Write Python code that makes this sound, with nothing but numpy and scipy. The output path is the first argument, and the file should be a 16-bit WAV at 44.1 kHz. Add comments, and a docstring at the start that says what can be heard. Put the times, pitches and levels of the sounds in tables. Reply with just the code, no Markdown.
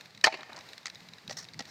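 """Slap shot on an outdoor roller rink

A stick's blade cracks on the court, scrapes along it and knocks the ball away. The boards and the
far surroundings echo the crack. The player rolls on: a wheel ticks once a turn, the blade taps
lightly, the skates clack down and scuff, and the wheels rumble and hiss underneath it all."""
import sys
import numpy as np
from scipy import signal
from scipy.fft import rfft, irfft, next_fast_len
from scipy.io import wavfile
from scipy.ndimage import map_coordinates

SR = 44100
rng = np.random.default_rng(int(sys.argv[2]) if len(sys.argv) > 2 else 0)


def to_wav(sig):
    """Store sig (one row per channel, or 1-D mono) as 16-bit WAV at the path in sys.argv[1].

    Samples outside -1..1 are clipped; the rate is SR.
    """
    pcm = np.clip(np.atleast_2d(sig), -1, 1) * 32767
    pcm = np.round(pcm).astype(np.int16)
    wavfile.write(sys.argv[1], SR, pcm.T)  # frames by channels


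N = 74970  # 1.7 seconds


def amp(db):
    """Turn decibels into a gain to multiply by."""
    return 10 ** (np.asarray(db) / 20)


def unit(x):
    """Scale to an average power of 1."""
    return x / np.sqrt(np.mean(x ** 2) + 1e-20)


def along(points, hz):
    """Read between (frequency, value) points, with octaves evenly spaced."""
    freqs, values = np.transpose(points)
    return np.interp(np.log(hz + 1), np.log(freqs + 1), values)


def since(start):
    """Seconds since the start, zero before it."""
    return np.maximum(np.arange(N) / SR - start, 0)


def colour(x, tone, keep_power=True, size=4096):
    """Filter a sound so that each frequency is raised or lowered as a tone table says."""
    gain = amp(along(tone, np.fft.rfftfreq(size, 1 / SR)))
    cepstrum = irfft(np.log(unit(gain) if keep_power else gain))
    # fold it in half, so the filter never sounds ahead of its input
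    cepstrum[1:size // 2] *= 2
    cepstrum[size // 2 + 1:] = 0
    return signal.fftconvolve(x, irfft(np.exp(rfft(cepstrum))))[:N]


def fade(t, t60):
    """Die away by 60 dB in t60 seconds, the fade time."""
    return np.exp(-np.log(1000) * t / t60)


def envelope(start, attack, hold, t60):
    """Rise, hold and die away; all times are in seconds."""
    return np.minimum(since(start) / attack, 1) * fade(since(start + attack + hold), t60)


def grit():
    """Noise of tiny contacts, equally strong and random in sign."""
    return np.sign(rng.standard_normal(N))


def wobble(rate):
    """A smooth curve through `rate` random values a second."""
    values = rng.standard_normal(int(N * rate / SR) + 4)
    return map_coordinates(values, [np.arange(N) * rate / SR])


def ring(notes, start, attack, in_step=False):
    """A struck object's fading notes: in step after a clean blow, out of step after a rough one."""
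    t = since(start)
    sound = 0
    for hz, db, t60 in notes:
        gain = amp(db + rng.normal())
        phase = 0 if in_step else rng.random()
        sound += gain * fade(t, t60) * np.sin(2 * np.pi * (hz * t + phase))
    return np.minimum(t / attack, 1) * sound


# how the rumble and the hiss swell and sink (time [s], level [dB])
RUMBLE_LEVELS = [(0, -62), (.13, -65.5), (.175, -55), (.22, -64.5), (.45, -65), (.6, -62), (.8, -71),
                 (.92, -61.5), (1.0, -57.5), (1.061, -61.5), (1.13, -58.5), (1.22, -70), (1.28, -49.5),
                 (1.33, -53), (1.38, -59), (1.43, -56.5), (1.5, -59.5), (1.56, -49.5), (1.63, -58.5),
                 (1.7, -61)]
HISS_LEVELS = [(0, -55), (.2, -60.5), (.55, -57.5), (.7, -52.5), (.85, -58.5), (1.0, -56.5), (1.2, -57.5),
               (1.45, -57.5), (1.56, -59), (1.7, -55)]
# tone of each (frequency [Hz], level [dB])
RUMBLE_TONE = [(25, -8), (60, -25), (90, -8), (125, -1.5), (175, -0.5), (260, -10.5), (450, -19),
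               (1500, -61)]
HISS_TONE = [(30, -32), (100, 2.5), (300, 2), (850, 3.5), (1400, 0.5), (2050, 3.5), (2700, -1.5),
             (3150, -3.5), (3950, 1), (4500, 1.5), (5700, -6), (7500, -11.5), (10000, -21.5),
             (15000, -19.5), (16500, -34)]

def rolling():
    """The rolling wheels make a low rumble and a fine, flickering hiss."""
    rumble_db = np.interp(since(0), *np.transpose(RUMBLE_LEVELS)) - 1.5
    rumble = unit(colour(rng.standard_normal(N), RUMBLE_TONE))
    hiss_db = np.interp(since(0), *np.transpose(HISS_LEVELS)) + 0.74 * wobble(90)
    hiss = colour(rng.standard_normal(N), HISS_TONE)
    return amp(rumble_db) * rumble + amp(hiss_db) * hiss


# how long sound lingers outdoors (frequency [Hz], fade time [s])
TAIL_FADES = [(150, 1), (700, 1.), (2000, 1), (5000, 0.74), (12000, 0.26)]
# tone of the lingering sound (frequency [Hz], level [dB])
TAIL_TONE = [(100, 0.5), (1400, -1.5), (1810, -3), (2100, 2.5), (5000, -1.5), (14000, -1.5)]

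def open_air(x):
    """Sounds leave a faint tail in the open air; its treble dies first."""
    hz, t, spectrum = signal.stft(rng.standard_normal(N), SR, nperseg=256)
    spectrum = spectrum * fade(t, along(TAIL_FADES, hz)[:, None])
    tail = signal.istft(spectrum, SR, nperseg=256)[1]
    lingering = signal.fftconvolve(x, tail / np.linalg.norm(tail))[:N]
    return amp(-24) * colour(lingering, TAIL_TONE, keep_power=False)


def scatter(x, delay, spread):
    """A blurred echo: the sound's energy comes back late and smeared, its fine detail lost."""
    smear = envelope(delay, attack=0.0001, hold=0, t60=spread) ** 2
    energy = signal.fftconvolve(x ** 2, smear / smear.sum())[:N]
    return grit() * np.sqrt(np.abs(energy))


# echoes off the boards (delay [s], level [dB])
BOARD_ECHOES = [(0.0814, -24.5), (.0975, -21.5)]
# echoes from far away (delay [s], level [dB], spread [s])
FAR_ECHOES = [(0.145, -31.5, 0.075), (0.163, -35, .08), (0.2508, -32, 0.043), (0.276, -33.5, 0.067),
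              (0.299, -32.5, 0.1), (0.324, -30, 0.24)]
# tone of each kind of echo (frequency [Hz], level [dB])
BOARD_TONE = [(60, -44), (150, -11), (250, -7), (375, 4), (500, -5), (630, 3.5), (780, -8), (1000, 2.5),
              (1400, -11), (1900, 0), (2750, 2.5), (3350, -14.5), (4350, 0.5), (5300, -16), (7000, -24),
              (10000, -39), (16000, -48)]
FAR_TONE = [(80, -12), (170, -3), (300, 0), (500, -2.5), (630, 5.5), (900, 5.5), (1300, -2.5), (1850, -1.5),
            (2600, -4.5), (3300, -18), (4200, -22), (7000, -26), (14000, -47)]

def echoes(x):
    """Sound bounces back twice off the boards, then later and duller from far away."""
    boards = sum(amp(db) * scatter(x, delay, spread=0.019) for delay, db in BOARD_ECHOES)
    far = sum(amp(db) * scatter(x, delay, spread) for delay, db, spread in FAR_ECHOES)
    return colour(boards, BOARD_TONE) + colour(far, FAR_TONE)


# wheel ticks and skate frame clicks (time [s], level [dB])
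TICKS = [(.009, -36.5), (0.0569, -43), (0.1061, -47.5), (0.1481, -43.5), (.1755, -41), (0.2117, -38),
         (0.3732, -44), (.4072, -40.5), (.530, -39), (.608, -42), (0.6879, -40.5), (.732, -35.5),
         (0.7791, -37), (0.83, -48), (0.8992, -36.5), (0.9554, -41.5), (1.0042, -43), (1.0865, -39.5),
         (1.1346, -41.5), (1.1827, -44), (1.2776, -35), (1.327, -38), (1.4497, -44), (1.4864, -42),
         (1.542, -41), (1.6225, -42), (1.6535, -39)]
CLICKS = [(0.5625, -42.5), (0.5669, -42), (.5775, -47), (0.5893, -42.5), (0.8671, -30.5), (.948, -45.5),
          (1.3108, -40), (1.443, -42.5), (1.5352, -42.5), (1.5919, -32)]
# tone of each (frequency [Hz], level [dB])
TICK_TONE = [(200, -42), (1000, -26), (1800, 0), (2600, -4.5), (3150, -10), (3850, 4), (4500, -5.5),
             (5700, -7.5), (7500, -18), (10500, -28), (14500, -26.5), (16000, -41)]
CLICK_TONE = [(300, -17.5), (1200, -27), (2100, -8), (3200, -12), (4200, 2.5), (5500, -0.5), (7000, -9.5),
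              (8500, -17.5), (11000, -32), (16000, -38)]
# notes a wheel rings with (frequency [Hz], level [dB], fade time [s])
WHEEL_NOTES = [(1900, -7, 0.0075), (2610, -6, 0.015), (3936, 2, 0.011)]

def wheels():
    """A wheel ticks and rings briefly at each turn; the skate frames click brightly."""
    ticks = sum(amp(db) * envelope(s, attack=0.00034, hold=0.0017, t60=0.013) for s, db in TICKS)
    rings = sum(amp(db) * ring(WHEEL_NOTES, s, attack=0.0012) for s, db in TICKS)
    clicks = sum(amp(db) * envelope(s, attack=0.0001, hold=0.00054, t60=0.014) for s, db in CLICKS)
    ticking = amp(-4.5) * colour(grit() * ticks, TICK_TONE) + amp(-2) * rings
    return ticking + colour(grit() * clicks, CLICK_TONE)


# skates landing (time [s], level [dB], thump level [dB])
LANDINGS = [(1.2962, -33.5, -63), (1.309, -32.5, -52), (1.5949, -32.5, -45), (1.6047, -33, -43.5),
            (1.609, -41.5, -50.5)]
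# notes of the boot with its frame, and of the court (frequency [Hz], level [dB], fade time [s])
BOOT_NOTES = [(580, -7, 0.038), (786, -3, 0.049), (1140, -5.5, 0.035), (1358, 0, 0.027), (1777, -2, 0.037),
              (1915, 4.5, 0.043)]
COURT_NOTES = [(147, -6, 0.067), (202, 1.5, 0.056), (250, 8, 0.036)]
# wheels sliding sideways (time [s], level [dB], rise [s], hold [s], fade time [s])
SCUFFS = [(1.289, -47.5, 0.016, 0.021, 0.088), (1.367, -41, 0.0043, 0.0064, 0.13),
          (1.383, -46.5, 0.0038, 0.01, 0.1), (1.425, -51.5, 0.0028, 0.0028, 0.03),
          (1.668, -57.5, 0.0084, 0.024, .1)]
# tone of a clack and of a scuff (frequency [Hz], level [dB])
CLACK_TONE = [(60, -44), (150, -33), (400, -7.5), (580, 6), (800, 0), (1020, -17), (1350, 2), (1600, -13),
              (1930, 0.5), (2350, -7.5), (2750, -2.5), (3400, -6), (4200, -0.5), (5800, -3), (7500, -15.5),
              (10500, -36), (15000, -34)]
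SCUFF_TONE = [(200, -25), (700, -8.5), (1300, -8.5), (1930, -2), (2400, -13.5), (3300, -14), (4150, -0.5),
              (4800, -4), (5600, 4), (6800, -7.5), (8200, -16.5), (11000, -27.5), (15000, -27)]

def skates():
    """Each skate clacks down, ringing the boot and thumping the court; its wheels scuff sideways."""
    clacks = boots = thumps = 0
    for s, db, thump_db in LANDINGS:
        clacks += amp(db) * envelope(s, attack=0.00014, hold=0.00091, t60=0.02)
        boots += amp(db - 11) * ring(BOOT_NOTES, s, attack=0.00034)
        thumps += amp(thump_db) * ring(COURT_NOTES, s, attack=0.0038)
    scuffs = sum(amp(db) * envelope(s, rise, hold, t60) for s, db, rise, hold, t60 in SCUFFS)
    roughness = amp(2.5 * wobble(320))
    landings = boots + thumps + amp(-2) * colour(grit() * clacks, CLACK_TONE)
    return landings + colour(grit() * roughness * scuffs, SCUFF_TONE)


# light taps of the blade (time [s], level [dB], treble limit [Hz])
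TAPS = [(0.4315, -34, 3200), (0.8572, -26.5, 11000), (0.8714, -36.5, 9000), (0.8803, -40, 8050)]
# tone of a tap (frequency [Hz], level [dB])
TAP_TONE = [(100, -29), (450, -20), (750, -10), (1020, -10), (1330, -1), (1600, -6.5), (1930, 4),
            (2450, -3.5), (3400, -7.5), (4200, -1.5), (5800, -2.5), (7500, -8), (10500, -30), (15000, -43)]

def blade_taps():
    """The blade touches the court lightly: one dull tap, later three brighter ones."""
    taps = 0
    for s, db, limit_hz in TAPS:
        touch = grit() * envelope(s, attack=0.0001, hold=0.00047, t60=0.015)
        treble_cut = signal.butter(2, limit_hz, fs=SR, output="sos")
        taps += amp(db) * signal.sosfilt(treble_cut, touch)
    return colour(taps, TAP_TONE)


# tone of the scraping blade (frequency [Hz], level [dB])
SCRAPE_TONE = [(40, -21), (100, -17), (300, -11), (900, 0), (1500, -1), (2200, -5), (3400, -8), (4300, 1.5),
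               (6300, -5), (7500, -16.5), (10000, -29), (13000, -31), (16000, -61)]

def blade_scrape():
    """The blade scrapes over the court on its way to the ball."""
    roughness = amp(1.4 * wobble(900))
    contact = envelope(start=0.2555, attack=0.0012, hold=0.0091, t60=0.046)
    return amp(-26.5) * colour(grit() * roughness * contact, SCRAPE_TONE)


# the blade meeting the ball (time [s], level [dB])
KNOCKS = [(0.2705, -15.5), (0.2785, -26.5)]
# notes of the ball on the blade (frequency [Hz], level [dB], fade time [s])
BALL_NOTES = [(650, -7.5, 0.066), (771, -3.5, 0.049), (875, 0.5, 0.045), (940, -7.5, 0.018),
              (1130, -12, 0.014), (1299, -13.5, 0.042), (1803, -11.5, 0.064)]
# tone of the thwack as they meet (frequency [Hz], level [dB])
THWACK_TONE = [(50, -57), (140, -41), (300, -14), (450, -25.5), (800, 0.5), (1400, -9), (2200, -6),
               (3200, -18), (4100, -10.5), (6000, -33), (10000, -50), (16000, -69)]

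def ball():
    """The blade catches the ball with a hollow knock and nudges it once more."""
    contact = sum(amp(db) * envelope(s, attack=0.0003, hold=0.0015, t60=0.022) for s, db in KNOCKS)
    hollow = sum(amp(db) * ring(BALL_NOTES, s, attack=0.001, in_step=True) for s, db in KNOCKS)
    return amp(-2) * colour(grit() * contact, THWACK_TONE) + amp(1.5) * hollow


# the blade hitting the court (time [s], level [dB], contact length [s])
SLAPS = [(0.2396, -18, 0.0016), (0.2418, -12, .0058), (.2500, -18.5, 0.0017)]
# tone of the crack, and of the snap that starts the hardest hit (frequency [Hz], level [dB])
CRACK_TONE = [(40, -24), (90, -30), (160, -15.5), (350, -7), (1000, -8), (1250, 3.5), (1480, -14.5),
              (1900, -1.5), (3000, 0.5), (3550, -27.5), (4400, 2), (5700, -6), (7500, -17), (9500, -22),
              (11300, -49), (14000, -31), (16000, -41)]
SNAP_TONE = [(300, -17), (2800, -21), (4500, 2), (6000, 6), (7500, -12.5), (9500, -18), (11300, -37),
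             (14000, -24), (16000, -42)]
# notes the stick rings with (frequency [Hz], level [dB], fade time [s])
STICK_NOTES = [(631, -19, 0.11), (770, -14.5, 0.019), (1261, -9.5, 0.041), (1814, 5.5, 0.033),
               (2230, -26, 0.025), (2506, -3, 0.032), (2630, -11, 0.031), (2670, -14, 0.024),
               (3200, -13, 0.042), (4110, -15, 0.036), (4930, -23, 0.027), (5580, -19, 0.028)]

def slap():
    """The blade lands heel to toe with a crack; the hardest hit adds a snap and rings the stick."""
    contact = sum(amp(db) * envelope(s, attack=0.00015, hold=hold, t60=0.011) for s, db, hold in SLAPS)
    crack = colour(grit() * contact, CRACK_TONE)
    hardest_s, hardest_db, _ = max(SLAPS, key=lambda row: row[1])
    snap = colour(grit() * envelope(hardest_s, attack=0.0001, hold=0.00096, t60=0.0069), SNAP_TONE)
    stick = ring(STICK_NOTES, hardest_s, attack=0.0032)
    return amp(-4.5) * crack + amp(-12) * snap + amp(hardest_db + 3) * stick


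def scene():
    """The shot and the skates in one channel; only the slap is loud enough for distinct echoes."""
    blow = slap()
    near = blow + blade_scrape() + ball() + blade_taps() + wheels() + skates()
    return (near + echoes(blow) + open_air(near) + rolling())[None]


def record(dry):
    """Cut away the deep bass and the very highest treble."""
    low_cut_hz, top_hz = 49, 16000
    thinned = signal.sosfilt(signal.butter(2, low_cut_hz, "high", fs=SR, output="sos"), dry)
    size = next_fast_len(N + SR // 2)
    kept = np.fft.rfftfreq(size, 1 / SR) < top_hz
    return irfft(rfft(thinned, size) * kept, size)[..., :N]


dry = scene()
out = record(dry)
to_wav(out)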